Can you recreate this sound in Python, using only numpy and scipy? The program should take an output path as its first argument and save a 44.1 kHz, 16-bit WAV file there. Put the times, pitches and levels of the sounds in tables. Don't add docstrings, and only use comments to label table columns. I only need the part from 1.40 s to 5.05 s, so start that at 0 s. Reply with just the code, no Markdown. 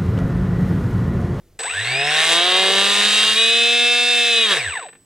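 import sys
import numpy as np
from scipy import signal
from scipy.fft import rfft, irfft
from scipy.io import wavfile
from scipy.ndimage import uniform_filter1d

SR = 44100
rng = np.random.default_rng(int(sys.argv[2]) if len(sys.argv) > 2 else 0)


def waveform_to_disk(signal):
    frames = np.transpose(np.atleast_2d(signal))
    scaled = np.clip(frames, -1, 1) * 32767
    samples = np.round(scaled).astype(np.int16)
    wavfile.write(sys.argv[1], SR, samples)


N = 160965
T = np.arange(N) / SR
FFT_SIZE = 2 ** 18
FREQS = np.arange(FFT_SIZE // 2 + 1) * SR / FFT_SIZE


def undb(db):
    return 10 ** (np.asarray(db) / 20)


def unit(x):
    return x / np.sqrt(np.mean(x ** 2))


def curve(rows):
    times, *columns = np.array(rows, float).T
    return np.squeeze([np.interp(T, times, column) for column in columns])


def response(rows, hz=FREQS):
    table_hz, db = np.array(rows, float).T
    return undb(np.interp(np.log(hz + 1), np.log(table_hz + 1), db))


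def causal(gain):
    cepstrum = irfft(np.log(gain + 1e-6))
    cepstrum[1:FFT_SIZE // 2] *= 2
    cepstrum[FFT_SIZE // 2 + 1:] = 0
    return np.exp(rfft(cepstrum))


def filtered(x, gain):
    return irfft(rfft(x, FFT_SIZE) * gain)[:N]


def tail(fade_s):
    echoes = rng.standard_normal(N) * np.exp(-np.log(1000) * T / fade_s)
    return rfft(echoes / np.linalg.norm(echoes), FFT_SIZE)


def wander(per_s):
    return unit(np.interp(T * per_s, np.arange(N), rng.standard_normal(N)))


def clicks(times, sizes):
    out, at = np.zeros(N), np.asarray(times) * SR
    nearby = at.astype(int)[:, None] + np.arange(-7, 9)
    offset = nearby - at[:, None]
    pulses = np.asarray(sizes)[:, None] * np.sinc(offset) * np.sinc(offset / 8)
    np.add.at(out, np.clip(nearby, 0, N - 1), pulses)
    return out


# (frequency [Hz], relative level [dB])
ROOM_NOISE = [(25, -21), (70, -15), (125, -0.5), (220, -7.5), (340, -4), (800, -19), (15000, -31)]

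def room_tone(level_db=-58.5):
    return undb(level_db) * unit(filtered(rng.standard_normal(N), response(ROOM_NOISE)))


# (time [s], level [dB])
HUM_LEVEL = [(.3, -58), (.37, -41.5), (.5, -32.5), (.65, -40), (.85, -43.5), (1.1, -48), (1.4, -38),
             (1.9, -42.5), (2.0, -41), (3.05, -45.5), (3.13, -44.5), (3.3, -39), (3.38, -83.5)]
# (time [s], level [dB])
WOBBLE_LEVEL = [(.7, -68), (1.4, -63.5), (1.93, -53.5), (1.99, -90.5)]

def shaft_hum(speed, turns):
    hum = undb(curve(HUM_LEVEL) + 2 * wander(40)) * np.sin(2 * np.pi * turns)
    wobble = undb(curve(WOBBLE_LEVEL) + 3 * wander(30)) * np.sin(np.pi * turns + wander(30))
    return np.sqrt(2) * (hum + wobble) * np.minimum(speed / 70, 1) ** 2


# (time [s], level [dB])
WHISTLE_LEVEL = [(.183, -120), (.191, -32), (.26, -29.5), (.4, -38), (.6, -39), (1.0, -46), (3.14, -50),
                 (3.17, -40.5), (3.3, -34), (3.42, -40), (3.65, -62.5)]

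def drive_whistle(turns, switch_hz=7995):
    level = undb(curve(WHISTLE_LEVEL) + .5 * wander(60))
    ripple = 1 + .2 * np.cos(4 * np.pi * turns)
    return np.sqrt(2) * level * ripple * np.sin(2 * np.pi * switch_hz * T)


# (frequency [Hz], relative level [dB])
CAP_RING = [(100, -23), (300, -23.5), (440, -2.5), (590, -10.5), (720, -1), (870, -7.5), (1100, -4),
            (1330, -11.5), (1620, 1), (1800, 5), (2100, -4.5), (2580, 2), (3100, -6), (3800, 0),
            (4300, -7.5), (6000, -10.5), (7900, -11), (8300, -5), (8800, -12.5), (10800, -19.5),
            (12000, -29.5), (15500, -32.5)]

def cap_gain(hz=FREQS):
    return response(CAP_RING, hz)


# (time [s], main tone [dB], octave above [dB])
WHINE_LEVELS = [(.2, -58, -32), (.25, -25, -29.5), (.3, -28.5, -28.5), (.4, -25.5, -32), (.55, -21.5, -24),
                (.72, -33, -24.5), (.9, -56, -47), (1.0, -100, -100), (3.12, -100, -100),
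                (3.18, -25, -29.5), (3.27, -27, -33), (3.35, -26.5, -27), (3.44, -37, -29),
                (3.51, -65, -47)]

def gear_whine(speed, turns, teeth=18):
    phase = 2 * np.pi * teeth * turns + .3 * wander(300)
    throb_db = 2 * np.cos(2 * np.pi * turns)
    out = 0
    for k, db in enumerate(curve(WHINE_LEVELS), 1):
        sputter_db = 5 * np.tanh(wander(250))
        out += undb(db + sputter_db + throb_db) * cap_gain(k * teeth * speed) * np.sin(k * phase)
    return out


# (time [s], strength [dB], dulled above [Hz])
GEAR_BLOWS = [(.191, -6.5, 7000), (.206, -3.5, 7000), (3.435, -15, 4000), (3.486, -10, 3300),
              (3.529, -15, 2900), (3.552, -17.5, 2900)]

def gear_ticks():
    blows = sum(filtered(clicks([at], [undb(db)]), 1 / (1 + (FREQS / top_hz) ** 4))
                for at, db, top_hz in GEAR_BLOWS)
    return filtered(blows, causal(unit(cap_gain())) * tail(.067))


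# (pitch [Hz], half-width [Hz], level [dB])
HOUSING_PEAKS = [(416, 42, -32), (724, 68, -27), (1133, 225, -41), (2523, 66, -29.5), (2805, 120, -25),
                 (3205, 41, -28.5), (3784, 90, -28.5), (4570, 180, -35.5)]
# (time [s], low overtones' gain [dB], high overtones' gain [dB])
GROWL_GAINS = [(.35, -40, -45), (.55, -2, -22), (.8, 1, -14), (1.12, 0, -3), (1.55, -13, -3),
               (1.92, -13, 3), (1.98, -55, -55)]

def housing_growl(speed, turns):
    gain = sum(undb(db) / (1 + 1j * (FREQS - hz) / width) ** 2 for hz, width, db in HOUSING_PEAKS)
    angle = 2 * np.pi * turns + .0083 * wander(120)
    low, high = undb(curve(GROWL_GAINS) + .65 * wander(90))

    def overtones(multiples):
        return sum(np.real(np.interp(k * speed, FREQS, gain) * np.exp(1j * k * angle)) for k in multiples)

    between = undb(-18) * overtones([2.5, 3.5, 4.5, 5.5])
    return np.sqrt(2) * (low * (overtones(range(2, 8)) + between) + high * overtones(range(8, 26)))


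def ring_plastic(hits, gain, ring_db=-10):
    travel_s, at_hz = .003, 1000
    smear = np.exp(-4j * np.pi * travel_s * np.sqrt(at_hz * FREQS))
    bass_cut = FREQS ** 4 / (FREQS ** 4 + 70 ** 4)
    body = causal(unit(gain * bass_cut))
    ring = (1 + undb(ring_db) * tail(.028)) / np.hypot(1, undb(ring_db))
    return filtered(hits, body * smear * ring)


# (time [s], bass gain [dB], treble gain [dB])
RATTLE_TONE = [(.2, 6, -1), (.3, -2.5, -9), (.5, -7.5, -12.5), (.63, -16.5, -14), (.92, 0, -0.5),
               (1.03, -2, -5), (1.3, 3, -2.5), (1.55, -2, 0), (1.9, -5.5, -1), (2.05, -16, -1),
               (2.9, -16.5, 0.5), (3.12, -2, -5.5), (3.35, -2, -12.5)]

def rattle_tone(x, bass_hz=1184, treble_hz=3950):
    bass = filtered(x, 1 / (1 + (FREQS / bass_hz) ** 6))
    treble = filtered(x, 1 - 1 / (1 + (FREQS / treble_hz) ** 16))
    bass_gain, treble_gain = undb(curve(RATTLE_TONE))
    return x + bass * (bass_gain - 1) + treble * (treble_gain - 1)


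# (time [s], strength [dB])
CHATTER_LEVEL = [(.19, -31.5), (.3, -27.5), (.45, -21.5), (.69, -17.5), (.72, -15), (.93, -18), (.99, -23),
                 (1.25, -21), (1.75, -19.5), (1.95, -21), (2.1, -23), (2.55, -26.5), (3.07, -23),
                 (3.11, -18), (3.17, -17), (3.2, -25), (3.38, -31.5), (3.45, -38.5), (3.51, -68),
                 (3.57, -82)]

def loose_chatter(speed, turns, start_s=.19):
    taps_per_s = 20 * (speed + 20)
    is_tap = (rng.random(N) < taps_per_s / SR) & (T > start_s)
    scatter_db = 1.5 * np.clip(rng.standard_normal(N), -2, 2)
    throb_db = 3.5 * np.cos(2 * np.pi * turns)
    taps = is_tap * undb(scatter_db + throb_db) * rng.choice([-1, 1], N)
    taps = unit(taps / np.sqrt(taps_per_s)) * undb(curve(CHATTER_LEVEL))
    return rattle_tone(ring_plastic(taps, cap_gain()))


# (time [s], strength [dB], roughness [0-1])
KNOCKING = [(.35, -46, .5), (.6, -38, .1), (.75, -22.5, .05), (.92, -18.5, .2), (.99, -16.5, 0.5),
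            (1.3, -19.5, 0.6), (1.72, -19.5, 0.6), (1.9, -19, 0.4), (1.95, -24.5, 1), (2.02, -25.5, 0.77),
            (2.55, -18.5, .15), (3.03, -26, 0.54), (3.12, -15, 0.6), (3.2, -43, .7), (3.35, -64, .4)]
# (position [share of a turn], relative strength [dB])
STRIKES = [(0, 8), (0.542, 5.5)]
# (frequency [Hz], relative level [dB])
HOUSING_RING = [(100, -32), (200, -6.5), (290, -11), (390, -6.5), (570, 3), (630, -11.5), (730, -15),
                (900, -9.5), (1100, -1), (1350, -5.5), (1750, -2), (2150, -4.5), (2850, -0.5), (3050, -1),
                (3250, 6), (3500, 2.5), (3850, 5), (4200, -5.5), (6000, -15.5), (10700, -24), (11600, -36),
                (15500, -43.5)]

def rotor_knocks(speed, turns, jitter_s=3e-5, scatter_db=3.5, limp_db=2.5):
    level_db, roughness = curve(KNOCKING)
    turn = np.arange(1, int(turns[-1]) - 1)
    hits = 0
    for position, strike_db in STRIKES:
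        size_luck, time_luck = rng.standard_normal((N // 100, 2))[:len(turn)].T
        at = np.interp(turn + position, turns, T)
        rough = np.interp(at, T, roughness)
        uneven_db = scatter_db * np.tanh(size_luck) + limp_db * (-1) ** turn
        hits += clicks(at + rough * jitter_s * time_luck, undb(strike_db + rough * uneven_db))
    hits = unit(hits / np.sqrt(speed)) * undb(level_db)
    return rattle_tone(ring_plastic(hits, response(HOUSING_RING)))


# (time [s], gain [dB])
BUZZ_GAIN = [(1.93, -53), (1.96, -4), (2.0, 1), (2.9, 0.5), (3.03, 1), (3.07, -8.5), (3.13, -37.5),
             (3.15, -66)]
# (pitch [times the shaft speed], level as it sets in [dB], level at top speed [dB])
BUZZ_OVERTONES = [(2, -33, -32.5), (3, -38, -34), (5, -40, -44), (7, -38, -34), (9, -35, -35),
                  (10, -50, -32), (11, -23, -24), (12, -33, -37), (13, -28, -26.5), (14, -32, -38),
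                  (15, -26, -17.5), (16, -27, -35), (17, -19, -42), (20, -45, -44), (21, -45, -44),
                  (22, -48, -47), (29, -52, -50), (31, -53, -50)]

def top_speed_buzz(speed, turns, low_hz=229, top_hz=240):
    near_top = np.clip((speed - low_hz) / (top_hz - low_hz), 0, 1)
    out = 0
    for k, low_db, top_db in BUZZ_OVERTONES:
        gain = (1 - near_top) * undb(low_db) + near_top * undb(top_db)
        phase = 2 * np.pi * k * turns + rng.standard_normal()
        flutter = undb(.7 * wander(60))
        out += gain * flutter * np.cos(phase)
    return np.sqrt(2) * out * undb(curve(BUZZ_GAIN))


# (time [s], speed [turns per s])
SHAFT_SPEED = [(.19, 1), (.225, 26), (.3, 69), (.35, 88), (.4, 103), (.46, 117.3), (.57, 136.4),
               (.7, 150.7), (.97, 170.4), (1.07, 180.6), (1.19, 188.1), (1.55, 203.1), (1.9, 217),
               (1.94, 214.8), (1.98, 223.7), (2.15, 232.8), (2.35, 238.3), (2.69, 242), (2.9, 236.7),
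               (3, 228.2), (3.04, 222.8), (3.12, 194), (3.2, 136), (3.26, 102), (3.34, 61), (3.42, 30),
               (3.5, 11), (3.56, 1)]
# (frequency [Hz], relative level [dB])
STEREO_WIDTH = [(100, -12), (1000, -14.5), (2200, -14.5), (3800, -3.5), (8000, 2.5), (13000, 2.5)]
# (frequency [Hz], gain [dB])
CHATTER_WIDTH = [(300, -9.5), (2000, -18.5), (4000, -11.5), (8000, -9), (13000, -0.5)]

def scene():
    speed = np.maximum(uniform_filter1d(curve(SHAFT_SPEED), SR // 60), 1)
    turns = np.cumsum(speed) / SR
    motor = rotor_knocks(speed, turns) + loose_chatter(speed, turns) + gear_ticks()
    motor += housing_growl(speed, turns) + top_speed_buzz(speed, turns)
    motor += gear_whine(speed, turns) + shaft_hum(speed, turns)
    room_echo = undb(-16) * filtered(motor, tail(.2))
    middle = motor + room_echo + room_tone() + drive_whistle(turns)
    spread = undb(-11) * tail(.45) - 1j * undb(-6)
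    side = filtered(middle, response(STEREO_WIDTH) * spread)
    side += filtered(loose_chatter(speed, turns), response(CHATTER_WIDTH))
    return np.array([middle + side, middle - side])


def record(dry, top_hz=15800):
    treble_cut = signal.ellip(10, .2, 80, top_hz, fs=SR, output="sos")
    return signal.sosfilt(treble_cut, np.clip(dry, -1, 1))


dry = scene()
out = record(dry)
waveform_to_disk(out)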